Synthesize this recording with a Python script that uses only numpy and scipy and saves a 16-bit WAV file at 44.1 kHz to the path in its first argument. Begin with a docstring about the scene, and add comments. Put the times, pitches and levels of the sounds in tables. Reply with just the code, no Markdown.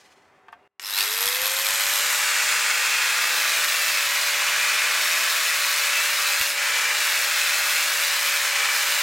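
"""In a quiet, humming workshop a rustle fades and a wooden handle scale is set down: its modes ring on the bench.
All drops to a hush, then an angle grinder starts up close: its brushes spit on every mains half-wave, then only fizz.
Fan rush, gears and motor whine follow the shaft speed as it runs up; cooling air hisses from the vents.
Then the disc sands the handle: each pass hisses, drags the speed down and takes up the play in the gears,
which rattle again when it lifts. Bench and walls scatter the sound into a nearly central stereo pair."""
import sys
import numpy as np
from scipy import signal
from scipy.fft import rfft, irfft
from scipy.io import wavfile
from scipy.ndimage import map_coordinates

SR = 44100
rng = np.random.default_rng(int(sys.argv[2]) if len(sys.argv) > 2 else 0)


def pcm_store(signal):
    """Save signal as 16-bit PCM."""
    levels = np.round(np.clip(np.atleast_2d(signal), -1, 1) * 32767)
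    wavfile.write(sys.argv[1], SR, levels.astype(np.int16).T)


N = 397782
TIME = np.arange(N) / SR
MAINS_HZ = 50
GEAR_RATIO = 9 / 32  # disc turns per shaft turn
SWITCH_ON_S = .7965
# the tool is tipped so that its gear case faces the listener
TIP_S, TIP_LENGTH_S = 2.6, .3
# The motor flares up as it starts.
# Each row: start in seconds, dB added to the rush, dB added to the sparks.
FLARES = [(.955, 6.5, 4.5), (1.195, 1, 3), (1.4, 0.5, 0.5)]


def undb(db):
    """Decibels to gain."""
    return 10 ** (np.asarray(db) / 20)


def unit(x):
    """Scale to rms 1."""
    return x / np.sqrt(np.mean(x ** 2))


def noise():
    """White noise."""
    return rng.standard_normal(N)


def curve(table):
    """Rows of (seconds, value) joined by straight lines."""
    return np.interp(TIME, *np.transpose(table))


def walk(rate):
    """Random wander of rms 1 that heads for a new value rate times a second."""
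    return unit(np.interp(TIME * rate, np.arange(N), noise()))


def ramp(start, length):
    """Rises from 0 at the start to 1 over the given length."""
    return np.clip((TIME - start) / length, 0, 1)


def bump(centre, length):
    """Swells smoothly to 1 and back."""
    return np.exp(-(2 * (TIME - centre) / length) ** 2)


def fade(start, t60):
    """Envelope that jumps to 1 and falls 60 dB in t60 seconds."""
    return (TIME >= start) * undb(np.maximum(-60 * np.abs(TIME - start) / t60, -300))


def colour(x, points):
    """Causal minimum-phase filter with the given (Hz, dB) response, made through its cepstrum."""
    hz, db = np.transpose(points)
    size = 8192
    bins = np.arange(size // 2 + 1) * SR / size
    log_gain = np.log(undb(np.interp(np.log(bins + 1), np.log(hz), db)))
    cepstrum = irfft(log_gain)
    # fold the negative times onto the positive ones
    cepstrum[1:size // 2] *= 2
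    cepstrum[size // 2 + 1:] = 0
    response = irfft(np.exp(rfft(cepstrum)))
    return signal.fftconvolve(x, response)[:N]


def resonate(x, hz, width):
    """Two-pole resonance, gain 1 at its centre, width in Hz."""
    return signal.lfilter(*signal.iirpeak(hz, hz / width, fs=SR), x)


def room(room_db=-60, slide_db=-55, hum_width=.015):
    """The quiet workshop: wavering room noise, narrow steady hums and a rustle that fades away."""
    # Each row: frequency in Hz, relative level in dB.
    room_colour = [(30, -18), (55, -18), (80, -0.5), (120, -4.5), (400, 1.5), (750, 2.5), (1200, 1.5),
                   (2100, -4), (4000, -20), (14000, -36)]
    # The rustle; each row: frequency in Hz, relative level in dB.
    slide_colour = [(200, -22), (700, -7), (2000, 3), (4000, 0), (6500, -2), (10000, -11), (15000, -22)]
    # Hums of the workshop; each row: frequency in Hz, level in dB.
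    hums = [(398, -70.5), (750, -69.5), (2010, -74), (2800, -77)]
    out = undb(room_db) * unit(colour(noise(), room_colour)) * undb(walk(8.4))
    out += undb(slide_db) * unit(colour(noise(), slide_colour)) * fade(0, 1.02) * undb(2 * walk(80))
    out += sum(undb(db) * unit(resonate(noise(), hz, hz * hum_width)) for hz, db in hums)
    return out


def wooden_scale(knock_db=4, ring_db=4):
    """The scale lands one end after the other: a knock and a sharp tick set off its decaying modes."""
    # Touch-downs; each row: time in seconds, relative level in dB, relative level of the tick in dB.
    clacks = [(.483, -51.5, -24), (.527, -48, -11)]
    # Modes of the wood on the bench; each row: frequency in Hz, relative level in dB, t60 in seconds.
    wood = [(710, -3, 0.22), (906, 7, 0.053), (1120, 3, 0.054), (1220, 6, 0.055), (1570, -1, 0.12),
            (1760, 1, .06), (2300, -15, .04), (3100, -11, 0.044)]
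    knock_colour = [(300, -25), (800, 0), (1900, 1), (2800, -2), (3800, -12), (12000, -36)]
    out = np.zeros(N)
    for s, db, tick_db in clacks:
        ring = 0
        for k, (hz, mode_db, t60) in enumerate(wood):
            # neighbouring modes start in opposite directions
            mode = (-1) ** k * np.sin(2 * np.pi * hz * (TIME - s))
            ring = ring + undb(mode_db) * fade(s, t60) * mode
        knock = unit(colour(noise(), knock_colour)) * fade(s, .07)
        # the tick comes 3 ms ahead of the knock
        tick = unit(resonate(noise(), 7000, 14000)) * fade(s - .003, 0.022)
        out += undb(db) * (undb(ring_db) * ring + undb(knock_db) * knock + undb(tick_db) * tick)
    return out


def motor_speed(force, free_hz=631.7, run_up_s=.247, run_up_shape=.585, sag_hz=70, inertia_s=.862):
    """Shaft turns per second: a quick run-up that levels out, less a sag that follows the force slowly."""
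    running_s = np.maximum(TIME - SWITCH_ON_S, 0)
    run_up = 1 - np.exp(-(running_s / run_up_s) ** run_up_shape)
    keep = np.exp(-1 / (inertia_s * SR))
    slow_force = signal.lfilter([1 - keep], [1, -keep], force)
    return free_hz * run_up - sag_hz * slow_force


def flare(start, attack_s=0.03, decay_s=0.082):
    """A quick swell that dies away."""
    return ramp(start, attack_s) * np.exp(-np.maximum(TIME - start - attack_s, 0) / decay_s)


def sparking(spark_db=-28, attack_s=0.14, hold_end_s=1.96, fall_db_per_s=22, fizz_db=-45):
    """Strength of the sparks: high while the motor draws its starting current, then a faint fizz."""
    db = np.maximum(spark_db - fall_db_per_s * np.maximum(TIME - hold_end_s, 0), fizz_db)
    flare_db = sum(added_db * flare(s) for s, _, added_db in FLARES)
    return ramp(SWITCH_ON_S, attack_s) * undb(db + flare_db)


def brushes(speed, spark_s=0.001, scatter_db=3.5, steady=0.18, first_db=-27, ping_db=-36):
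    """Current is switched in on each mains half-wave and the brushes spit."""
    # Each row: frequency in Hz, relative level in dB.
    spark_colour = [(300, -26), (700, -9.5), (1100, -5.5), (1900, -8), (2600, -4.5), (4000, 2), (4600, -5),
                    (5200, -1.5), (7000, -10), (9000, -3), (10600, -12), (11400, 0), (12000, 2.5),
                    (13200, -9), (15700, -14)]
    kick_colour = [(300, -39), (1200, 0), (1900, 9), (5000, -4), (8000, -6), (15000, -21)]
    half_waves = np.maximum(TIME - SWITCH_ON_S, 0) * 2 * MAINS_HZ
    # time since the half-wave began, in spark lengths
    age = half_waves % 1 / (2 * MAINS_HZ * spark_s)
    # the sparks grow more uneven as the rotor gathers speed
    scatter = np.clip(noise(), -2, 1.5)[half_waves.astype(int)]
    size = undb(scatter_db * speed * scatter)
    surge = size * age * np.exp(1 - age)
    spits = noise() * (surge + steady * (.5 + speed))
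    # while the rotor is still slow, each surge jolts the armature and it pings
    slow = np.interp(speed, [.15, .35, .6], [0, 1, 0])
    pings = unit(resonate(resonate(noise() * surge, 5200, 600), 5300, 600)) * slow
    first_kick = unit(colour(noise(), kick_colour)) * fade(SWITCH_ON_S, 0.023)
    spits = unit(colour(spits, spark_colour)) * sparking()
    return spits + undb(ping_db) * pings + undb(first_db) * first_kick


def fan_and_gears(shaft, speed, load, tooth_db=0.5, flutter_db=0.28, grain_db=4):
    """Dense tooth impacts and fan turbulence, a little uneven, louder with speed and softer under load."""
    # Each row: frequency in Hz, relative level in dB.
    rush_colour = [(30, -35.5), (250, -36), (350, -31), (480, -16), (700, -18), (950, -8.5), (1150, -5),
                   (1500, -1.5), (2500, -1), (3100, -6.5), (4200, -7.5), (7300, -10), (10000, -16),
                   (15700, -21)]
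    rush_db, speed_power, loaded_db = -23, 1.34, -1
    uneven_db = tooth_db * walk(700) + flutter_db * walk(45)
    grains = noise() * undb(grain_db * np.clip(noise(), -2, 2) + uneven_db)
    impacts = grains * (1 + 0.11 * np.cos(2 * np.pi * shaft))
    # the tool starts 4 dB down and is brought over the work
    db = rush_db + loaded_db * load - 4 * (1 - ramp(1.3, 1))
    db = db + sum(added_db * flare(s) for s, added_db, _ in FLARES)
    # the rush dips briefly
    db = db - 3.5 * bump(6.54, 0.13)
    return unit(colour(impacts, rush_colour)) * undb(db) * speed ** speed_power


def radiated(hz, response):
    """Gain of a (Hz, dB) response at a moving pitch."""
    return undb(np.interp(hz, *np.transpose(response)))


def tones(shaft, shaft_hz, speed, load, facing, waver_db=2, jitter=0.0056, whine_db=-2):
    """Lines of motor and disc; load shifts the weight among them and the housing colours moving pitches."""
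    # How the housing radiates the shaft tone; each row: frequency in Hz, level in dB.
    shaft_response = [(300, -85), (370, -56), (430, -48), (515, -41), (570, -45.5), (585, -48),
                      (603, -47.5), (613, -57)]
    # The same for its fourth harmonic; each row: frequency in Hz, relative level in dB.
    whine_response = [(1200, -75), (1480, -54), (1720, -51), (1930, -38), (2100, -50), (2280, -44),
                      (2335, -38), (2395, -36.5)]
    # The same for the armature slots; each row: frequency in Hz, relative level in dB.
    slot_response = [(3000, -68), (3350, -53), (3750, -38), (4130, -35), (4480, -28.5), (4700, -36),
                     (5000, -55)]
    # Motor overtones at running speed.
    # Each row: multiple of the shaft rate, mean level in dB with the disc free, the same with it loaded.
    whine = [(3, -64, -57), (5, -54, -64), (6, -51, -46), (8, -62, -53), (9, -56, -41), (12, -51, -61),
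             (24, -50, -62)]
    # Disc wobble at running speed.
    # Each row: multiple of the disc rate, relative level in dB with the disc free, the same with it loaded.
    wobble = [(1, -68.5, -74), (2, -70, -63), (3, -56.5, -61), (4, -59, -54.5), (5, -50, -57.5),
              (6, -64, -66), (7, -48, -48), (8, -47, -55), (9, -51, -48), (10, -54, -46), (20, -60, -49.5),
              (28, -56, -52.5)]
    shaft = shaft + jitter * walk(60)  # jitter in turns
    out = radiated(shaft_hz, shaft_response) * undb(walk(15)) * np.sin(2 * np.pi * shaft)
    # the fourth harmonic of the shaft sings out when the gears run slack
    slack_db = 6 * facing * (1 - load)
    fourth_gain = radiated(4 * shaft_hz, whine_response) * undb(whine_db + slack_db + walk(40))
    out += fourth_gain * np.sin(2 * np.pi * 4 * shaft)
    # twelve armature slots, throbbing with the mains current
    throb = 1 + .6 * np.cos(2 * np.pi * 2 * MAINS_HZ * (TIME - SWITCH_ON_S))
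    out += radiated(12 * shaft_hz, slot_response) * throb * np.sin(2 * np.pi * 12 * shaft)
    # the disc drones more the faster it turns on the wood: dB per Hz of shaft rate from 582.2 Hz
    drone_db = 0.2837 * (shaft_hz - 582.2) * load
    for table, turns, swell_db in ((whine, shaft, 0), (wobble, shaft * GEAR_RATIO, drone_db)):
        for order, free_db, loaded_db in table:
            waver = waver_db * (walk(2.88) + walk(35)) / 2
            db = free_db + (loaded_db - free_db) * load + swell_db + waver
            out += undb(db) * np.minimum(speed, 1) ** 8 * np.sin(2 * np.pi * order * turns)
    return np.sqrt(2) * out  # sine levels become rms levels


def vents():
    """Cooling air hisses out of the slots, louder as they turn towards the listener."""
    # Each row: time in seconds, level in dB.
    vent_levels = [(.9, -55), (1.05, -41), (1.45, -40), (1.7, -33), (2.15, -31), (2.5, -32.5), (2.9, -37),
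                   (3.3, -45)]
    air = resonate(resonate(noise(), 7300, 3100), 7300, 3100)
    return unit(air) * undb(curve(vent_levels))


def low_thuds():
    """Low, dull thuds: quickly fading low noise."""
    # Each row: start in seconds, level in dB.
    thuds = [(1.263, -44), (1.425, -47), (6.409, -41)]
    low_noise = unit(colour(noise(), [(30, 0), (300, -6), (900, -26), (4000, -60)]))
    return low_noise * sum(undb(db) * fade(s, .06) for s, db in thuds)


def backlash(load, facing, chatter_db=2.5, free_db=-31, loaded_db=-41.5):
    """Loose teeth knock irregularly and ring the gear case, most when the disc is lifted."""
    # Resonances of the gear case; each row: frequency in Hz, width in Hz, relative level in dB.
    case = [(2330, 240, 0.5), (2625, 140, 4), (2039, 270, -3), (3290, 180, -9)]
    knocks = noise() * undb(chatter_db * walk(300))
    level = facing * undb(free_db + (loaded_db - free_db) * load)
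    return unit(sum(undb(db) * resonate(knocks, hz, width) for hz, width, db in case)) * level


def handwork(lift_s=.06, skim_db=-48, lean_db=3):
    """Force on the disc and the loudness of its bite: each pass beds in, holds and lifts off."""
    # The disc is laid on the wood.
    # Each row: start in seconds, end in seconds, time to bed in in seconds, relative force,
    # hiss in dB before the hand leans.
    passes = [(2.92, 4.34, 0.46, 1.055, -28.5), (4.573, 4.74, .06, .2, -35), (4.86, 6.58, .16, .953, -28.5),
              (6.92, 8.53, .08, .887, -28.5), (8.66, 9.099, .1, .795, -27.5)]
    # The hand leans in or eases off.
    # Each row: centre in seconds, length in seconds, change of force as a share.
    leans = [(3.971, 0.13, 0.38), (4.15, .2, -0.69), (5.551, .3, 0.21), (5.951, 0.26, -.66),
             (6.24, .1, .25), (6.45, .15, .38), (7.949, 0.39, .33)]
    lean = sum(change * bump(s, length) for s, length, change in leans)
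    # a faint hiss of the disc just skimming goes on between passes
    force, hiss = 0, undb(skim_db) * ramp(TIP_S, TIP_LENGTH_S)
    for start, end, bed_in, push, db in passes:
        contact = ramp(start, bed_in) * (1 - ramp(end - lift_s, lift_s))
        force = force + push * contact
        # lean_db: extra hiss at double force
        hiss = np.hypot(hiss, undb(db + lean_db * lean) * contact)
    return force * (1 + lean), hiss


def turning_grit(turns, memory, grain_db, size=256):
    """Grains fixed round a wheel: each turn repeats the one before, a little worn."""
    keep = np.clip(memory, 0, .98)
    fresh = rng.standard_normal((2, 2048, size))  # height and weight, turns, grains round the wheel
    height, weight = signal.lfilter([np.sqrt(1 - keep ** 2)], [1, -keep], fresh, axis=1)
    track = (height * undb(grain_db * np.clip(weight, -2, 2))).ravel()
    return unit(map_coordinates(track, [turns * size], order=3, mode="wrap"))


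def sanding(disc, hiss, runout=0.43, bite_db=1.84):
    """Grit tears the wood; the disc runs out of true, bites harder once a turn and catches an edge."""
    # Each row: frequency in Hz, relative level in dB.
    sand_colour = [(300, -32.5), (700, -11.5), (1100, -13.5), (1500, -3.5), (2100, -1.5), (2650, 3),
                   (3100, -8.5), (3900, 2.5), (4600, -2.5), (5200, -6), (7500, -5.5), (9500, -8),
                   (13000, -7), (15700, -9.5)]
    # The disc catches an edge; each row: start in seconds, level in dB.
    snag_hits = [(6.396, -19), (6.412, -13), (6.42, -17), (6.432, -24), (6.5, -27), (6.519, -27),
                 (6.531, -28)]
    grit = turning_grit(disc, memory=0.78, grain_db=4.5)
    uneven = undb(bite_db * walk(500) + 0.45 * walk(25))
    bite = (1 + runout * np.cos(2 * np.pi * disc)) * uneven
    snags = unit(colour(noise(), sand_colour)) * sum(undb(db) * fade(s, 0.012) for s, db in snag_hits)
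    return unit(colour(grit * bite, sand_colour)) * hiss + snags


def swaying(x, sway_s=0.000296, sway_hz=1.2):
    """The hand never holds still, so the paths to the surfaces keep changing a little."""
    return map_coordinates(x, [(TIME - sway_s * walk(sway_hz)) * SR], order=3, mode="nearest")


def reflections(x, t60, count):
    """Sound scattered by surfaces: a decaying noise response of unit energy, count samples long."""
    age = np.arange(count) / SR
    decay = np.exp(-np.log(1000) * age / t60)
    response = rng.standard_normal(count) * decay * (age > .001)
    return signal.fftconvolve(x, response / np.linalg.norm(response))[:N]


def scene(wall_db=-12, bench_db=-15, hush_db=-26):
    """All parts of the grinder turn with one shaft; bench and walls scatter the sound."""
    # Side against mid; each row: frequency in Hz, level in dB.
    width_curve = [(60, -16), (150, -20), (300, -27), (600, -22), (850, -46), (1300, -65), (2000, -75),
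                   (2800, -26.5), (4000, -15), (8000, -16), (14000, -7)]
    force, hiss = handwork()
    shaft_hz = motor_speed(force)
    shaft = np.cumsum(shaft_hz) / SR  # turns
    speed = shaft_hz / np.median(shaft_hz)
    # the harder the disc bites, the more the gears are loaded
    load, facing = np.clip(force, 0, 1), ramp(TIP_S, TIP_LENGTH_S)
    work = brushes(speed) + fan_and_gears(shaft, speed, load)
    work += tones(shaft, shaft_hz, speed, load, facing) + vents()
    work += low_thuds() + backlash(load, facing)
    work += sanding(shaft * GEAR_RATIO, hiss)
    near = room() + wooden_scale() + work * (TIME >= SWITCH_ON_S)
    # soft clutter in the shop swallows the lows
    bright = colour(swaying(near), [(500, -16), (1500, 0.0)])
    off_bench = undb(bench_db) * reflections(bright, t60=0.086, count=2048)
    off_walls = undb(wall_db) * reflections(bright, t60=0.06, count=16384)
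    mid = near + off_bench + off_walls
    # the diffuse room sound differs between left and right
    side = colour(reflections(mid, t60=0.18, count=16384), width_curve)
    # everything drops to a hush for a moment before the switch-on
    hush = np.where((TIME > .677) & (TIME < SWITCH_ON_S), undb(hush_db), 1)
    # left a touch louder than right, in dB
    return np.array([mid + side, mid - side]) * undb([[.15], [-.15]]) * hush


def record(dry, top_hz=15850):
    """The top is cut steeply by an elliptic low-pass."""
    return signal.sosfilt(signal.ellip(12, .1, 80, top_hz, fs=SR, output="sos"), dry)


dry = scene()
out = record(dry)
pcm_store(out)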